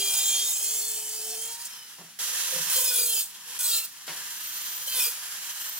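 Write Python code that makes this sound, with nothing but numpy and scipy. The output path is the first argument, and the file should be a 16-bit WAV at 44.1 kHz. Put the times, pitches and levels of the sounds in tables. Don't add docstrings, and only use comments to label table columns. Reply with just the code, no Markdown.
import sys
import numpy as np
from scipy import signal
from scipy.fft import rfft, irfft
from scipy.io import wavfile
from scipy.ndimage import map_coordinates

SR = 44100
rng = np.random.default_rng(int(sys.argv[2]) if len(sys.argv) > 2 else 0)


def generate_wav(sig):
    pcm = np.round(np.clip(np.atleast_2d(sig).T, -1, 1) * 32767).astype(np.int16)
    wavfile.write(sys.argv[1], SR, pcm)


N = 255339
T = np.arange(N) / SR
FREQS = np.fft.rfftfreq(N, 1 / SR)
COAST_S, JUMP_S = 1.72, 2.187
FREE_HZ = 526
BITE_RELEASE_DB_PER_S = 247
SQUEAL_RISE_S, SQUEAL_RELEASE_DB_PER_S = 0.0063, 405
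TREBLE_BAND_HZ = (6000, 15500)


def amp(db):
    return 10 ** (np.asarray(db) / 20)


def evened(x):
    return x / np.sqrt(np.mean(x ** 2) + 1e-20)


def noise():
    return rng.standard_normal(N)


def sine(hz):
    return np.sin(2 * np.pi * np.cumsum(hz) / SR)


def wander(rate_hz):
    knots = rng.standard_normal(12000)
    return evened(np.interp(T * 2 * rate_hz, np.arange(len(knots)), knots))


def held(start, end, rise, release_db_per_s, t=T):
    return np.clip((t - start) / rise, 0, 1) * amp(-release_db_per_s * np.maximum(t - end, 0))


def colour(points):
    hz, db = np.transpose(points)
    return amp(np.interp(np.log(FREQS + 1), np.log(hz + 1), db))


def high_pass(hz, order):
    return 1 / np.hypot(1, (hz / (FREQS + 1)) ** order)


def low_pass(hz, order):
    return 1 / np.hypot(1, (FREQS / hz) ** order)


def peak(hz, width):
    return 1 / np.hypot(1, 2 * (FREQS - hz) / width)


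def resonant(modes):
    return np.sqrt(1 + sum((amp(db) * peak(hz, width)) ** 2 for hz, width, db in modes))


def ripple(width_hz):
    count = int(SR / width_hz) + 4
    return map_coordinates(rng.standard_normal(1000)[:count], [FREQS / width_hz], order=3, mode="nearest")


def shaped(x, gain, band=(0, SR)):
    spectrum = rfft(x) * gain
    inside = (FREQS >= band[0]) & (FREQS <= band[1])
    return irfft(spectrum, N) * N / np.sqrt(2 * np.sum(abs(spectrum[inside]) ** 2) + 1e-20)


def patchy(x, depth_db, span_s, span_hz):
    hz, s, frames = signal.stft(x, SR, nperseg=1024, noverlap=768)
    grid = np.meshgrid(hz / span_hz, s / span_s, indexing="ij")
    patches = map_coordinates(rng.standard_normal((160, 200)), grid, order=1, mode="mirror")
    gain = evened(amp(depth_db * patches))
    return signal.istft(frames * gain, SR, nperseg=1024, noverlap=768)[1][:N]


# (frequency [Hz], level [dB])
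BACKGROUND_COLOUR = [(25, -75), (50, -46), (80, -10.5), (130, 0), (190, 3.5), (300, -3), (600, -45),
                     (1500, 2.5), (8000, -3)]
def background(level_db=-72.5):
    shared, left, right = (shaped(noise(), colour(BACKGROUND_COLOUR), (25, 300)) for _ in range(3))
    return amp(level_db) * (shared + 0.094 * np.array([left, right]))


# (frequency [Hz], left minus right [dB])
BALANCE = [(500, 0.6), (1400, -1.7), (2800, 1.3), (5600, 0.3), (10000, -0.9), (14000, -2.3)]
def room(x, wet_db=-12, decay_s=0.26):
    age = T[:SR // 2]
    tail = rng.standard_normal((2, len(age))) * amp(-60 * age / decay_s) * (1 - np.exp(-age / 0.0008))
    echo = signal.fftconvolve(x, tail / np.linalg.norm(tail[0]), axes=1)[:, :N]
    return irfft(rfft(x + amp(wet_db) * echo) * colour(BALANCE) ** np.array([[.5], [-.5]]), N)


# (time [s], clack level [dB], clack low edge [Hz], clack top edge [Hz], boom level [dB], 60 dB fade [s])
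TILE_KNOCKS = [(1.982, -50, 250, 1500, -50.5, 0.38), (2.007, -47, 250, 1420, -49, 0.1),
               (2.534, -53, 250, 695, -41, 0.4), (4.078, -35.5, 890, 5630, -57, 0.4)]
def knocks(boom_hz=163.7):
    out = np.zeros(N)
    for start, clack_db, low_hz, top_hz, boom_db, decay_s in TILE_KNOCKS:
        age = np.maximum(T - start, 0)
        clack_band = high_pass(190, 3) * high_pass(low_hz, 1) * low_pass(top_hz, 3) * low_pass(2200, 1)
        clack = shaped(noise(), clack_band) * (1 - np.exp(-age / 0.00093))
        boom = shaped(noise(), peak(boom_hz, 37) ** 2 * high_pass(110, 4)) * (1 - np.exp(-age / 0.022))
        out += (amp(clack_db) * clack + amp(boom_db) * boom) * amp(-60 * age / decay_s)
    return out


# (pitch [times the motor speed], level [dB])
GEAR_TONES = [(1, -73.5), (2, -70), (6.5, -52.5), (11.1, -53), (26.3, -65)]
def coasting(speed, slip=0.0066, waver_db=2.5):
    level = held(COAST_S - 0.034, COAST_S + 0.051, rise=0.03, release_db_per_s=55) * (T < JUMP_S)
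    tones = np.zeros(N)
    for multiple, db in GEAR_TONES:
        gain = amp(db + waver_db * wander(60))
        drift = 1 + slip / np.sqrt(multiple / 6) * wander(200)
        tones += gain * sine(multiple * speed * drift)
    return np.sqrt(2) * level * tones


# (start [s], end [s], pitch [Hz], level [dB])
BLADE_WHISTLES = [(2.6, 2.8, 13720, -44), (4.88, 5.11, 13824, -39), (4.97, 5.1, 13712, -38)]
def whine(speed, resonance_hz=13690, waver_db=3.0, slip=0.00184):
    hz = 26.3 * speed
    thin = amp(-57) * (hz / 13770) ** 7
    swell = amp(-41) / (1 + ((hz - resonance_hz) / 130) ** 2)
    drift = 1 + slip * wander(120)
    tone = (thin + swell) * sine(hz * drift)
    for start, end, ring_hz, db in BLADE_WHISTLES:
        tone += amp(db) * held(start, end, SQUEAL_RISE_S, SQUEAL_RELEASE_DB_PER_S) * sine(ring_hz * drift)
    return amp(waver_db * wander(43)) * tone


# (start [s], end [s], rise [s], hiss level [dB], hum level [dB])
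BLADE_SKIMS = [(2.189, 2.75, 0.00051, -43.5, -57), (3.451, 3.6, 0.04, -51, -63),
               (4.064, 5.8, 0.007, -49.5, -72)]
def skimming():
    hiss, hum = np.zeros((2, N))
    for start, end, rise, hiss_db, hum_db in BLADE_SKIMS:
        hiss += amp(hiss_db) * held(start, end, rise, release_db_per_s=79)
        hum += amp(hum_db) * held(start, end, rise, BITE_RELEASE_DB_PER_S)
    return hiss, hum


# (frequency [Hz], level [dB])
AIR_COLOUR = [(40, -43), (120, -17.5), (300, -16.5), (500, -11), (630, -15), (950, -1.5), (1250, -2.5),
              (1700, -1), (2300, -2.5), (3100, 1), (7200, 2.5), (8300, -0.5), (10300, 3.5), (12600, -1.5),
              (14500, -0.5), (15700, -5)]
# (pitch [Hz], width [Hz], level [dB])
HOUSING_RINGS = [(1670, 350, 1), (2840, 220, 0), (3200, 190, 3.5), (4160, 250, -6.5), (5440, 180, 0),
                 (6000, 250, 1.5), (7300, 300, 2.5), (9200, 200, -2), (10770, 280, -2)]
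def housing_air(turns, throb=0.036, likeness=0.39, left_lag_s=0.00006):
    pulse = 1 + throb * np.cos(2 * np.pi * turns)
    shared, left, right = (rfft(patchy(noise(), 2.2, .35, 330) * pulse) for _ in range(3))
    hollow = colour(AIR_COLOUR) * resonant(HOUSING_RINGS)
    same = np.clip(likeness + (1 - likeness) * low_pass(500, 1) - FREQS / 80000, 0, 1)
    delay = np.exp(-2j * np.pi * FREQS * left_lag_s)
    left = np.sqrt(same) * shared * delay + np.sqrt(1 - same) * left
    right = np.sqrt(same) * shared + np.sqrt(1 - same) * right
    return np.array([shaped(irfft(side, N), hollow, (1300, 2200)) for side in (left, right)])


def rush(speed, fan_db=-53.5, db_per_doubling=13.5, flicker_db=1.06, waver_db=2.0):
    skim_hiss, skim_hum = skimming()
    level_db = 20 * np.log10(np.hypot(amp(fan_db), skim_hiss)) + db_per_doubling * np.log2(speed / FREE_HZ)
    turns = np.cumsum(speed * (1 + 0.0089 * wander(64))) / SR
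    air = housing_air(turns)
    treble = irfft(rfft(air) * high_pass(6800, 1), N)
    effort_db = np.clip(level_db + 50, -9, 8)
    lean = amp(0.47 * np.outer([-.5, .5], np.maximum(effort_db, 0)))
    air += (amp(0.51 * effort_db) * lean - 1) * treble
    air *= amp(level_db - 1 + flicker_db * wander(34))
    hum = skim_hum * amp(waver_db * wander(50)) * np.sin(2 * np.pi * turns)
    return air + hum


def chips(level, spectrum, gain_db, low_hz, chips_per_s=140, chip_s=0.0056, steady=0.69):
    gain = colour(spectrum) * high_pass(low_hz, 8)
    snaps = (rng.random(N) < chips_per_s / SR) * rng.uniform(.5, 1, N)
    puffs = evened(steady + signal.lfilter([1], [1, -np.exp(-1 / (chip_s * SR))], snaps))
    sides = [shaped(puffs * noise(), gain, TREBLE_BAND_HZ) for _ in range(2)]
    return amp(gain_db) * level * np.array(sides)


# (start [s], end [s], pitch [Hz], level [dB], glide [0-1])
BLADE_SQUEALS = [(0.0, 0.114, 3212, -34, 1), (0.0, 0.157, 4010, -42, 1), (0.0, 0.212, 4817, -41.5, 1),
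                 (0.0, 0.14, 7030, -40, 1), (0.0, 0.378, 2412, -48, 0.8), (0.11, 0.207, 1494, -53.5, 1),
                 (0.141, 0.255, 3190, -39.5, 1), (0.123, 0.364, 3610, -39, 0.9),
                 (0.15, 0.36, 6780, -32, 0.5), (0.2, 0.28, 3985, -38, 1), (0.221, 0.364, 4395, -47, 1),
                 (0.255, 0.417, 3204, -33, 0.55), (0.24, 0.503, 6460, -37, 1),
                 (0.379, 0.522, 3630, -41.5, 0.9), (0.202, 0.447, 5605, -44, 0.94),
                 (0.415, 0.564, 7260, -32.5, 1), (0.52, 0.598, 7900, -41.5, 1),
                 (0.52, 0.702, 6580, -39, 0.96), (0.63, 0.71, 4250, -42.5, 0.8),
                 (0.659, 0.802, 7270, -35, 0.98), (0.774, 0.862, 3460, -51, 1),
                 (0.813, 0.964, 4350, -50, 1), (0.797, 0.935, 6120, -52, 1), (0.873, 0.91, 7460, -37.5, 1),
                 (1.044, 1.325, 6000, -48.5, 1), (1.144, 1.385, 4390, -54, 0.96),
                 (1.403, 1.533, 3216, -54, 0.85), (1.502, 1.605, 929, -55.5, 0.8),
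                 (1.5, 1.72, 5280, -56.5, 1), (2.7, 2.807, 4150, -48, 0), (2.755, 2.786, 3170, -36, 0.6),
                 (2.752, 2.788, 5030, -51, 0.6), (2.756, 2.786, 7245, -31.5, 0.4),
                 (2.853, 2.9, 5040, -34.5, 0.9), (2.875, 2.903, 2490, -43, 0.6),
                 (2.91, 2.949, 1483, -41, 0.2), (2.935, 2.98, 3355, -38.5, 0.8),
                 (2.968, 3.034, 2420, -44, 0.15), (2.98, 3.048, 4770, -36, 1),
                 (3.005, 3.032, 8100, -32, 0.7), (3.07, 3.125, 3190, -40, 0.46),
                 (3.055, 3.116, 4170, -38, 0.53), (3.133, 3.172, 3118, -37.5, 0.35),
                 (2.87, 2.93, 5520, -43, 1), (2.978, 3.03, 6220, -40, 0.9), (2.96, 3.057, 6740, -39, 1),
                 (2.9, 2.97, 3730, -47, 1), (3.15, 3.21, 4830, -39, 0.2), (3.156, 3.22, 4200, -47, 0),
                 (3.123, 3.209, 7100, -37, 0.4), (3.595, 3.637, 1477, -46, 0.7),
                 (3.634, 3.67, 4096, -35.5, 0), (3.706, 3.742, 4640, -35, 0.7),
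                 (3.713, 3.765, 3740, -37.5, 0.7), (3.74, 3.785, 5600, -46, 0.2),
                 (3.72, 3.798, 4130, -33.5, 0.25), (3.745, 3.8, 3210, -59, 0),
                 (3.754, 3.775, 2720, -61, 0.1), (3.731, 3.78, 7360, -36, 0.6),
                 (4.871, 4.882, 3095, -40, 0), (4.872, 4.884, 4120, -38, 0.2),
                 (4.91, 4.962, 4110, -39.5, 0.2), (4.93, 4.987, 3570, -42, 0.8),
                 (4.994, 5.03, 2474, -41, 0.56), (5, 5.035, 5411, -33.5, 0.26),
                 (5.015, 5.032, 3170, -40, 0), (5.04, 5.06, 4812, -34, 0), (5.003, 5.04, 9340, -33, 0.2),
                 (4.98, 5.055, 11470, -36, 0)]
def squeals(speed, slip=0.0021, waver_db=2.0, rough=0.16):
    drift = 1 + slip * wander(106)
    waver = amp(waver_db * wander(45)) * (1 + rough * (wander(260) + 1j * wander(260)))
    out = np.zeros(N)
    for start, end, hz, db, glide in BLADE_SQUEALS:
        on = np.flatnonzero((T >= start) & (T < end + .15))
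        middle_speed = np.interp((start + end) / 2, T[on], speed[on])
        pitch = hz * drift[on] * (speed[on] / middle_speed) ** glide
        tone = np.exp(2j * np.pi * np.cumsum(pitch) / SR) * waver[(on + rng.integers(N)) % N]
        out[on] += amp(db) * held(start, end, SQUEAL_RISE_S, SQUEAL_RELEASE_DB_PER_S, T[on]) * tone.real
    return np.sqrt(2) * out


# (middle [s], length [s], grit level [dB], hum level [dB])
RIM_SNAGS = [(1.619, 0.062, -46.5, -83), (1.661, 0.041, -42, -87), (2.563, 0.11, -54, -43.5),
             (2.774, 0.029, -32, -48), (2.8, 0.15, -50, -48.5), (2.994, 0.2, -42, -49.5),
             (3.85, 0.035, -35, -62), (4.884, 0.055, -30, -57), (4.974, 0.054, -50, -51),
             (5.082, 0.042, -57, -49)]
def snag_drive():
    drive = np.zeros((3, N))
    for middle, length, grit_db, hum_db in RIM_SNAGS:
        swell = np.cos(np.pi * np.clip((T - middle) / length, -.5, .5))
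        drive += np.outer([amp(grit_db), 0, amp(hum_db)], swell)
    return drive


# (time [s], grit level [dB], chatter level [dB], hum level [dB])
PASS_LEVELS = [(0.0, -32.5, -35.5, -39.5), (0.15, -30, -35.5, -53), (0.364, -31, -40.5, -52),
               (0.54, -33, -44, -57), (0.72, -33, -44.5, -50), (1.122, -39, -48, -49.5),
               (1.292, -37, -47, -42.5), (1.38, -39, -51, -43.5), (1.434, -35.5, -46, -53),
               (1.504, -41.5, -42, -51), (1.54, -40.5, -58, -65), (1.58, -51, -48, -63)]
def pass_drive(fades_db_per_s=(37, 48, 150)):
    times, *columns = np.transpose(PASS_LEVELS)
    since_end = np.maximum(T - times[-1], 0)
    return np.array([amp(np.interp(T, times, db) - fade * since_end)
                     for db, fade in zip(columns, fades_db_per_s)])


# (start [s], end [s], rise [s], first drag [Hz], last drag [Hz],
#  grit level [dB], chatter level [dB], chatter change [dB], hum level [dB])
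BITE_PUSHES = [(2.696, 3.21, 0.0031, 23.9, 148.8, -23.5, -39, -5.5, -51.5),
               (3.589, 3.795, 0.0012, 115.2, 160.1, -24.5, -39, 10, -55.5),
               (4.881, 5.077, 0.089, 28.67, 149.9, -25, -33, -3, -55)]
def bite_drive():
    drive = np.zeros((3, N))
    for start, end, rise, _, _, grit_db, chatter_db, change_db, hum_db in BITE_PUSHES:
        depth = np.clip((T - start) / (end - start), 0, 1)
        ease = (2 * depth - 1) ** 2
        levels_db = [grit_db - 2 * ease, chatter_db - 2 * ease + change_db * (depth - .5),
                     hum_db - 10.5 * ease]
        drive += held(start, end, rise, BITE_RELEASE_DB_PER_S) * amp(levels_db)
    return drive


# (time [s], speed [turns/s])
LOADED_SPEED = [(0, 402), (0.36, 399.3), (0.5, 408), (0.78, 430), (0.95, 435), (1.13, 432), (1.32, 439),
                (1.53, 464), (1.68, 485)]
def motor_speed(coast_hz_per_s=220, speed_after_jump_hz=495, settle_s=0.277):
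    before_jump = np.interp(T, *np.transpose(LOADED_SPEED)) - coast_hz_per_s * np.maximum(T - COAST_S, 0)
    drag = sum(np.interp(T, [start, end], [first_hz, last_hz], left=0, right=0)
               for start, end, _, first_hz, last_hz, *_ in BITE_PUSHES)
    inertia = np.exp(-1 / (settle_s * SR))
    sag = signal.lfilter([1 - inertia], [1, -inertia], drag)
    shortfall = (FREE_HZ - speed_after_jump_hz) * np.exp((JUMP_S - T) / settle_s)
    return np.where(T < JUMP_S, before_jump, FREE_HZ - shortfall - sag)


def rim_strikes(turns):
    strikes = np.zeros(N)
    at = np.flatnonzero(np.diff(np.floor(turns)))
    late = (np.ceil(turns[at]) - turns[at]) / (turns[at + 1] - turns[at])
    force = np.exp(0.33 * noise()[at])
    strikes[at], strikes[at + 1] = force * (1 - late), force * late
    return strikes


# (frequency [Hz], width [Hz])
QUIET_BANDS = [(2250, 87), (2900, 106), (3970, 110), (4560, 67)]
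def grinding(drive, body, speed, *, slip, crumble, strike_share, scrape_pulse, patches, flutter_db,
             grit_db, grit_low_hz, chatter_db, chatter_band_hz, harmonics_db, hum_rough_db,
             rattle_db, thrum_db):
    grit_level, chatter_level, hum_level = drive
    turns = np.cumsum(speed * (1 + slip * wander(140))) / SR
    strikes = rim_strikes(turns)
    dips = np.prod([1 - 0.73 * peak(hz, width) ** 2 for hz, width in QUIET_BANDS], axis=0)
    smear = np.exp(2j * ripple(250))
    body = body * dips * high_pass(950, 4) * smear
    crumbs = crumble * (1 - strike_share) * noise()
    chatter = shaped(strikes + crumbs, body * low_pass(5800, 3), chatter_band_hz)
    scrape = noise() * (1 + scrape_pulse * np.exp(-(turns % 1) / 0.28)) * amp(wander(500))
    treble = body * high_pass(grit_low_hz, 3)
    grit = np.sqrt(1 - strike_share) * shaped(scrape, treble, TREBLE_BAND_HZ)
    grit += np.sqrt(strike_share) * shaped(strikes, treble, TREBLE_BAND_HZ)
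    hum = sum(amp(db) * np.sin(2 * np.pi * k * turns) for k, db in enumerate(harmonics_db, 1))
    hum *= amp(hum_rough_db * wander(110))
    rattle_band = (peak(200, 33) + peak(714, 36)) * high_pass(290, 4) * low_pass(900, 1)
    rattle = amp(rattle_db) * shaped(noise(), rattle_band)
    pressure = amp(flutter_db * wander(21.26))
    cut = amp(grit_db) * grit_level * patchy(grit, **patches)
    cut += amp(chatter_db) * chatter_level * patchy(chatter, **patches)
    thrum = amp(thrum_db) * shaped(noise(), peak(773, 900) ** 2 * high_pass(300, 4))
    return pressure * (cut + grit_level * thrum) + hum_level * (hum + rattle)


# (pitch [Hz], width [Hz], level in the long pass [dB], level in the bites [dB])
CUT_RINGS = [(2465, 32, -5, 2.5), (2740, 40, -8, 7), (3142, 57, 6.5, 4.5), (3490, 25, -8, 4),
             (3790, 36, 3, 7.5), (4152, 31, 9, 12.5), (4670, 26, -18.5, 12), (5050, 20, -12, 6),
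             (5420, 30, -14, 7), (6570, 21, 6.5, -4), (7370, 170, 5.5, -5), (7400, 60, 9.5, -6),
             (8480, 120, -4, 4), (9440, 110, 6.5, 5), (9820, 36, -3, 14.5), (10350, 86, 0, 4),
             (11100, 42, 12.5, 15), (11120, 22, 0, -1), (15050, 30, 0, 1)]
# (frequency [Hz], level [dB])
PASS_COLOUR = [(500, -3), (750, -1.5), (1250, -13.5), (1500, -10.5), (2100, -9.5), (3000, -6.5),
               (3900, -13.5), (4400, -8.5), (5900, -10.5), (6600, -9), (10300, -9), (12600, -17.5),
               (14400, -9.5), (15700, -9.5)]
def long_pass(drive, speed):
    body = colour(PASS_COLOUR) * resonant([(hz, width, db) for hz, width, db, _ in CUT_RINGS])
    return grinding(drive, body, speed, slip=.008, crumble=0.13, strike_share=.35, scrape_pulse=0.4,
                    patches=dict(depth_db=5, span_s=.07, span_hz=200), flutter_db=0.8,
                    grit_db=2.0, grit_low_hz=3710, chatter_db=-9.5, chatter_band_hz=(2300, 4600),
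                    harmonics_db=(-4, -15, -28), hum_rough_db=1.0, rattle_db=-15, thrum_db=-24.5)


# (frequency [Hz], level [dB])
SHORT_BITE_COLOUR = [(500, 15.5), (1000, -2.5), (1480, 2.5), (1950, -2), (2500, 4), (3300, 4.5), (4500, -3),
                     (6500, -2.5), (8000, -1), (11000, -4.5), (12500, -6), (14200, 0), (15700, 0)]
def short_bites(drive, speed):
    body = colour(SHORT_BITE_COLOUR) * resonant([(hz, width, db) for hz, width, _, db in CUT_RINGS])
    return grinding(drive, body, speed, slip=.02, crumble=0.14, strike_share=.5, scrape_pulse=0.97,
                    patches=dict(depth_db=4.5, span_s=.06, span_hz=260), flutter_db=-0.74,
                    grit_db=-3.5, grit_low_hz=5620, chatter_db=-4.5, chatter_band_hz=(2600, 5700),
                    harmonics_db=(1.5, -26, -24), hum_rough_db=3.5, rattle_db=-20, thrum_db=-38)


def blade_spread(x, apart_rad=1.34, scatter_rad=0.49, lobe_hz=450, lobe_db=1.5):
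    treble = np.minimum(FREQS / 3500, 1)
    sides = np.array([[-.5], [.5]])
    phase = sides * (apart_rad + scatter_rad * ripple(lobe_hz)) * treble
    gain = amp(sides * lobe_db * ripple(lobe_hz) * treble)
    return irfft(rfft(x) * np.exp(1j * phase) * gain, N)


def scene():
    speed, snags = motor_speed(), snag_drive()
    pushing = pass_drive() + snags * (T < JUMP_S)
    biting = bite_drive() + snags * (T >= JUMP_S)
    cutting = long_pass(pushing, speed) + short_bites(biting, speed)
    sizzle = chips(pushing[0], PASS_COLOUR, gain_db=-0.5, low_hz=6050)
    sizzle += chips(biting[0], SHORT_BITE_COLOUR, gain_db=-6.5, low_hz=6550)
    blade = blade_spread(cutting + squeals(speed) + coasting(speed))
    return room(blade + sizzle + rush(speed) + whine(speed) + knocks()) + background()


def record(dry):
    edge_hz = 15850
    return signal.oaconvolve(dry, signal.firwin(511, edge_hz, window=("kaiser", 9), fs=SR)[None], "same")


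dry = scene()
out = record(dry)
generate_wav(out)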